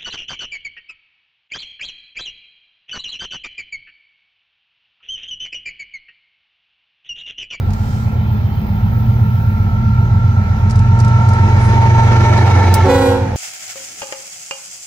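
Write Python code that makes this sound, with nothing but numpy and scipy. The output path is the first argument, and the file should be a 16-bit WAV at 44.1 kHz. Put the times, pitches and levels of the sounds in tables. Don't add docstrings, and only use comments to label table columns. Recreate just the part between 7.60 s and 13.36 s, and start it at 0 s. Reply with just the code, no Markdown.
import sys
import numpy as np
from scipy import signal
from scipy.fft import rfft, irfft
from scipy.io import wavfile
from scipy.ndimage import uniform_filter1d, minimum_filter1d

SR = 44100
rng = np.random.default_rng(int(sys.argv[2]) if len(sys.argv) > 2 else 0)


def unload_audio(sound):
    columns = np.transpose(np.atleast_2d(sound))
    steps = np.round(np.clip(columns, -1, 1) * 32767)
    wavfile.write(sys.argv[1], SR, steps.astype(np.int16))


N = 254016
TIME = np.arange(N) / SR
CYCLE_HZ, TRAILING_CYCLE_HZ = 7.775, 7.71
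HORN_END_S = 5.5
TOP_HZ = 15900

# t/s, pitch factor
DOPPLER = [(0, 1.001), (3.7, 1), (4.3, .997), (4.65, .995), (5.05, .989), (5.4, .976), (5.76, .968)]


def from_db(db):
    return 10 ** (np.asarray(db) / 20)


def unit(x):
    return x / np.sqrt(np.mean(x ** 2) + 1e-20)


def curve(rows, t=TIME, column=1):
    columns = np.transpose(rows)
    return np.interp(t, columns[0], columns[column])


def colour(points, hz):
    f, value = np.transpose(points)
    return np.interp(np.log(hz + 1), np.log(f), value)


def drift(rate_hz):
    hz = np.fft.rfftfreq(4096, 128 / SR)
    steps = irfft(rfft(rng.standard_normal(4096)) / (1 + (hz / rate_hz) ** 4))
    return np.interp(np.arange(N) / 128, np.arange(4096), unit(steps))


def nearness(t, closest_s=4.835, closest_m=23.2, speed_m_per_s=20):
    return closest_m / np.hypot(closest_m, speed_m_per_s * (t - closest_s))


def behind(t, nose_s=5.32, turn_s=0.042):
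    return .5 + .5 * np.tanh((t - nose_s) / (2 * turn_s))


def pass_by(t, far_db, near_db, power, drop_db):
    leader = from_db(near_db) * nearness(t) ** power
    return 20 * np.log10(np.hypot(from_db(far_db), leader)) - drop_db * behind(t)


def right_lag(t):
    return np.interp(t, [0, 2.5, 4.3, 5, 5.5], [.00027, .00023, .00018, .00008, -.00008])


def tone(turns, hz, scatter, rate_hz, loose=1):
    steady = np.sqrt(1 - np.clip(scatter, 0, 1) ** 2)
    wander = steady + scatter * (drift(rate_hz) + 1j * drift(rate_hz)) / np.sqrt(2)
    phase = 2 * np.pi * (turns + loose * rng.random()) + np.angle(wander)
    return np.sqrt(2) * abs(wander) * np.cos([phase, phase - 2 * np.pi * hz * right_lag(TIME)])


def noise(spectrum, level, patchy_db, size=1024):
    # f/Hz, likeness from 0 to 1
    likeness = [(50, 1), (200, 0.61), (400, 0.28), (700, 0.48), (1500, 0.24), (2700, 0.19), (5000, 0.052),
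                (15000, 0.073)]
    hop = size // 4
    hz = np.fft.rfftfreq(size, 1 / SR)
    t = np.arange(N // hop + 5) * hop / SR
    a, b, c, d, patches = rng.standard_normal((5, len(t), len(hz)))
    left, unrelated = a + 1j * b, c + 1j * d
    alike = np.clip(colour(likeness, hz), 0, 1)
    delay = np.exp(-2j * np.pi * hz * right_lag(t)[:, None])
    right = alike * left * delay + np.sqrt(1 - alike ** 2) * unrelated
    patches = unit(uniform_filter1d(uniform_filter1d(patches, size=10, axis=0), size=8, axis=1))
    shape = from_db(colour(spectrum, hz))
    gain = shape / np.linalg.norm(shape) * from_db(level(hz, t) + patchy_db * patches)
    frames = np.array([left, right]) * gain
    return signal.istft(frames.transpose(0, 2, 1), nperseg=size, noverlap=size - hop)[1][:, :N]


def rails(flicker_db=4.5, flicker_hz=9):
    # f/Hz, relative level/dB
    fizz_spectrum = [(9500, -25.5), (10800, -7.5), (12000, 0.5), (13200, -11), (14200, 4.5), (15500, 2.5),
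                     (16500, -17.5)]
    # t/s, level/dB
    fizz_level = [(0, -56), (1.1, -52.5), (1.8, -46.5), (2.2, -55), (5.76, -78.5)]
    # start/s, end/s, f/Hz, level/dB
    thin_tones = [(0, .7, 15272, -58), (.7, 1.5, 15272, -52), (0, 1.3, 13960, -64), (2.1, 3.05, 14160, -66)]
    # start/s, end/s, f/Hz, level/dB
    rings = [(.2, 1.85, 3080, -57), (.2, 1.2, 2520, -60), (.55, 1.6, 3500, -63)]

    def swell(start, end):
        return np.clip(np.minimum(TIME - start + 0.055, end + .05 - TIME) / 0.09, 0, 1)
    out = noise(fizz_spectrum, lambda hz, t: curve(fizz_level, t)[:, None], patchy_db=1)
    for start, end, hz, db in thin_tones:
        out += from_db(db) * swell(start, end) * tone(hz * TIME, 0, scatter=.6, rate_hz=12)
    for start, end, hz, db in rings:
        gain = from_db(db + flicker_db * drift(flicker_hz)) * swell(start, end)
        out += gain * tone(hz * TIME, hz, scatter=1, rate_hz=110)
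    return out


def exhaust(trailing_db=-9, drop_db=5, boom_drop_db=9):
    # multiple of the engine cycle, relative level/dB
    throb_tones = [(6, -25), (7, -41.5), (8, -39), (9, -26), (10, -34.5), (11, -21), (13, -19), (14, -28.5),
                   (16, -30), (17, -42.5), (18, -31), (19, -33), (20, -33), (21, -30.5), (22, -37.5),
                   (23, -46.5), (24, -38), (25, -43.5), (26, -31), (27, -29.5), (28, -28), (29, -37.5),
                   (30, -41), (32, -40)]
    # t/s, gain/dB
    throb_level = [(0, -4), (2, -0.5), (3.8, -0.5), (5.76, -2)]
    # multiple, beat rate/Hz, one dip at t/s, depth far away
    booms = [(12, 1.61, 2.27, .33), (15, 1.06, 2.03, .6)]
    # t/s, lower tone's level/dB, upper tone's level/dB
    boom_level = [(0, -20.5, -21.5), (.9, -28, -22), (1.4, -21, -18), (2.1, -21, -17), (2.6, -15.5, -17.5),
                  (4.2, -12.5, -9), (4.8, -10.5, -9.5), (5.1, -8, -19), (5.76, -13, -14)]
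    cycles = np.cumsum(CYCLE_HZ * curve(DOPPLER)) / SR

    def leader_tone(k, scatter, rate_hz):
        loose = .15 if k in (9, 12, 15) else 1
        return tone(k * cycles, k * CYCLE_HZ, scatter, rate_hz, loose)
    leader = sum(from_db(db) * leader_tone(k, scatter=0.41, rate_hz=3.5) for k, db in throb_tones)
    trailing = sum(from_db(db) * tone(k * TRAILING_CYCLE_HZ * TIME, k * CYCLE_HZ, 0.81, rate_hz=2.46)
                   for k, db in throb_tones)
    throb_gain = from_db(curve(throb_level) - 0.5 - drop_db * behind(TIME))
    out = throb_gain * (leader + from_db(trailing_db) * trailing)
    for column, (k, beat_hz, dip_s, far_depth) in enumerate(booms, 1):
        depth = far_depth * (1 - nearness(TIME) ** 2)
        beat = abs(1 - depth * np.exp(2j * np.pi * beat_hz * (TIME - dip_s)))
        level_db = curve(boom_level, column=column) - boom_drop_db * behind(TIME)
        out += from_db(level_db) * beat * leader_tone(k, scatter=.12, rate_hz=4)
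    return out


def rumble():
    # f/Hz, relative level/dB
    spectrum = [(15, -27.5), (30, 9.5), (60, 9), (100, 11.5), (150, 10), (215, 13), (270, -11.5),
                (400, -46)]

    def growth(hz, t):
        return pass_by(t, far_db=-29, near_db=-23.5, power=3, drop_db=8)[:, None]
    return noise(spectrum, growth, patchy_db=3.5, size=4096)


def roar(level_db=-19.5, chuff=0.073):
    # f/Hz, relative level/dB
    spectrum = [(160, -17.5), (280, -2), (400, -3), (620, -7.5), (850, 0), (1100, -12.5), (1700, -13.5),
                (2250, -14), (2900, -20), (4000, -21.5), (6300, -26.5), (8500, -45), (11000, -46.5),
                (15500, -59.5)]
    # f/Hz, far gain/dB, near gain/dB, power of nearness, drop behind the nose/dB
    bands = [(450, -12, 3, 3.16, 6), (1590, -13.5, 3.5, 2.63, 4.5), (4440, -16, 0.5, 3.3, 5.5),
             (8850, -30, 7.5, 2.8, 3)]

    def growth(hz, t):
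        centres = np.log([band[0] for band in bands])
        shares = [np.interp(np.log(hz + 1), centres, row) for row in np.eye(len(bands))]
        return sum(pass_by(t, *band[1:])[:, None] * share for band, share in zip(bands, shares))
    firing = np.cos(2 * np.pi * np.cumsum(12 * CYCLE_HZ * curve(DOPPLER)) / SR)
    return from_db(level_db) * noise(spectrum, growth, patchy_db=1.5) * (1 + chuff * firing)


def blowers(leader_hz=456.3, trailing_hz=442.6, blades=12, flutter=0.32, fading_db=2.8):
    # t/s, level/dB at twice the blade rate, level/dB at three times
    whine_level = [(0, -53, -40), (1.5, -42, -38.5), (2.4, -38, -31.5), (3.1, -36.5, -34.5),
                   (3.55, -23, -26), (4, -25.5, -30.5), (4.2, -15.5, -33), (4.55, -19.5, -24.5),
                   (5.26, -21, -29.5), (5.76, -35.5, -60)]
    # f/Hz, relative level/dB
    fan_tones = [(355, -38), (456.3, -42), (600, -41), (1790, -39), (2235, -38.5), (2680, -52.5),
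                 (4020, -48.5), (6000, -52.5)]
    alongside = .5 + .5 * np.tanh((TIME - 4.65) / 0.38)
    scatter = .3 + .5 * alongside

    def whine(turns, hz, harmonic):
        shaft = np.sin(2 * np.pi * (turns / blades + rng.random()))
        sway = flutter / (2 * np.pi) * (1 + drift(9.5) / 2) * shaft
        swell_db = fading_db * (1 - nearness(TIME)) * drift(2)
        gain = from_db(curve(whine_level, column=harmonic - 1) + swell_db)
        return gain * tone(harmonic * turns + sway, harmonic * hz, scatter, rate_hz=28)
    turns = np.cumsum(leader_hz * curve(DOPPLER)) / SR
    out = whine(turns, leader_hz, 2) + from_db(-3) * whine(turns, leader_hz, 3)
    out += from_db(-3) * whine(trailing_hz * TIME, trailing_hz, 3)
    fans_db = pass_by(TIME, far_db=-17, near_db=8.0, power=3.66, drop_db=23)
    for hz, db in fan_tones:
        out += from_db(db + fans_db) * tone(turns * hz / leader_hz, hz, scatter=1, rate_hz=.028 * hz)
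    return out


def ticks_and_spits(hold_s=0.0023, fade_s=0.044, tail_db=-15, tail_s=0.11):
    # t/s, level/dB
    bursts = [(0.1036, -36), (0.133, -31), (3.096, -29), (3.107, -26), (3.156, -29.5), (3.19, -30),
              (3.3885, -30), (3.4, -25), (3.446, -28.5), (3.479, -31), (3.687, -26), (3.733, -30),
              (5.1392, -9.5)]
    # f/Hz, relative level/dB
    spectrum = [(1500, -4), (3500, -6), (5000, 3.5), (7000, -2.5), (10000, 2.5), (12500, -0.5),
                (16000, -2.5)]
    gain = np.zeros(N)
    for start, db in bursts:
        age = np.maximum(TIME - start, 0)
        burst = from_db(-60 * np.maximum(age - hold_s, 0) / fade_s)
        tail = from_db(tail_db - 60 * age / tail_s)
        gain += np.minimum(age / .002, 1) * from_db(db) * (burst + tail)

    def treble_loss(hz, t):
        return -2.0 * np.clip(5.1 - t, 0, 2)[:, None] * np.maximum(hz / 1000 - 7, 0)
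    return gain * noise(spectrum, treble_loss, patchy_db=-0.5, size=256)


def hisses():
    # middle/s, half length/s, level/dB, centre f/Hz, half width/octaves
    swells = [(0.315, 0.13, -44, 5100, 0.68), (4.05, 0.031, -42, 8800, .25)]
    hz = np.geomspace(100, SR / 2, 40)
    out = np.zeros((2, N))
    for middle, half_length, db, centre_hz, octaves in swells:
        band = np.transpose([hz, -6 * (np.log2(hz / centre_hz) / octaves) ** 2])
        swell = np.exp(-((TIME - middle) / half_length) ** 2 / 2)
        out += from_db(db) * swell * noise(band, lambda hz, t: 0, patchy_db=1)
    return out


def echoes(x, fade_s):
    t = TIME[:SR]
    taps = rng.standard_normal((2, SR)) * (rng.random((2, SR)) < 2000 / SR) * (t > .012)
    dull = signal.lfilter(*signal.butter(1, 2500, fs=SR), taps * from_db(-60 * t / fade_s))
    midrange_gain = abs(rfft(dull)[:, 200:1200]).mean()
    return signal.fftconvolve(x, dull / midrange_gain, axes=1)[:, :N]


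def horn(speak_s=0.094, release_s=1.0, dulling=0.2, rough=0.0034, echo_db=-12):
    # f/Hz, level/dB, start/s, extra at the start/dB, brightness/(dB per octave), fade/(dB/s)
    bells = [(270.3, -22, 5.245, -0.5, 1, 9), (373.5, -32, 5.232, 15, -1, -16),
             (456, -41, 5.25, 17, -6, 10), (488.2, -18, 5.275, -0.5, 2, 27), (516, -21, 5.275, 0.5, -7, 22)]
    # f/Hz, gain/dB
    spectrum = [(260, 4.5), (530, 3), (800, -2), (1050, -11), (1600, -14.5), (2050, -18.5), (2500, -23.5),
                (2900, -30), (3400, -23.5), (4100, -27), (5500, -36), (7500, -34.5), (11000, -48),
                (16000, -46)]
    # t/s, pitch factor
    glide = [(5.2, 1.022), (5.3, 1.011), (5.36, 1.002), (5.45, .994), (5.55, .987), (5.76, .976)]
    on = TIME > 5.15
    t, out = TIME[on], np.zeros((2, N))
    dying_db = -60 * np.maximum(t - HORN_END_S, 0) / release_s
    for hz, db, start, extra_db, tilt_db, fade_db in bells:
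        turns = np.cumsum(hz * (curve(glide, t) + rough * drift(65)[on])) / SR
        stereo_turns = np.array([turns, turns - hz * right_lag(t)])
        age = np.maximum(t - start, 0)
        level_db = db + extra_db * np.exp(-(age / speak_s) ** 2) - fade_db * (age - .1) + dying_db
        buzz = 0
        for k, (phase, apart) in enumerate(rng.random((TOP_HZ // 260, 2)), 1):
            if k * hz < TOP_HZ:
                phases = phase + np.array([[0], [apart - .5]]) * min(k * hz / 4000, 1)
                overtone_db = colour(spectrum, k * hz) + np.log2(k) * (tilt_db + dulling * dying_db)
                buzz += from_db(overtone_db) * np.cos(2 * np.pi * (k * stereo_turns + phases))
        out[:, on] += np.sqrt(2) * np.minimum(age / .025, 1) * from_db(level_db) * buzz
    return out + from_db(echo_db) * echoes(out, fade_s=1.0)


def horn_air(level_db=-39, start_s=5.28, rise_s=0.045, release_s=0.33):
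    # f/Hz, relative level/dB
    spectrum = [(600, -12), (1500, -13), (4000, 2), (7500, -9), (11000, 5), (16000, -22)]
    rise = np.clip((TIME - start_s) / rise_s, 0, 1)
    fall = from_db(-60 * np.maximum(TIME - HORN_END_S, 0) / release_s)
    return rise * fall * noise(spectrum, lambda hz, t: level_db, patchy_db=2, size=512)


def scene():
    lean_db = np.array([[-1], [1]])
    low = (exhaust() + rumble()) * from_db(0.5 * lean_db)
    middle = (roar() + blowers() + horn() + horn_air()) * from_db(lean_db)
    return low + middle + rails() + ticks_and_spits() + hisses()


def record(dry):
    headroom = np.minimum(1, .94 / (abs(dry).max(0) + 1e-9))
    gain = uniform_filter1d(minimum_filter1d(headroom, size=600), size=600)
    lowpass = signal.firwin(511, TOP_HZ, window=("kaiser", 9), fs=SR)
    return signal.oaconvolve(dry * gain, lowpass[None], "same")


dry = scene()
out = record(dry)
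unload_audio(out)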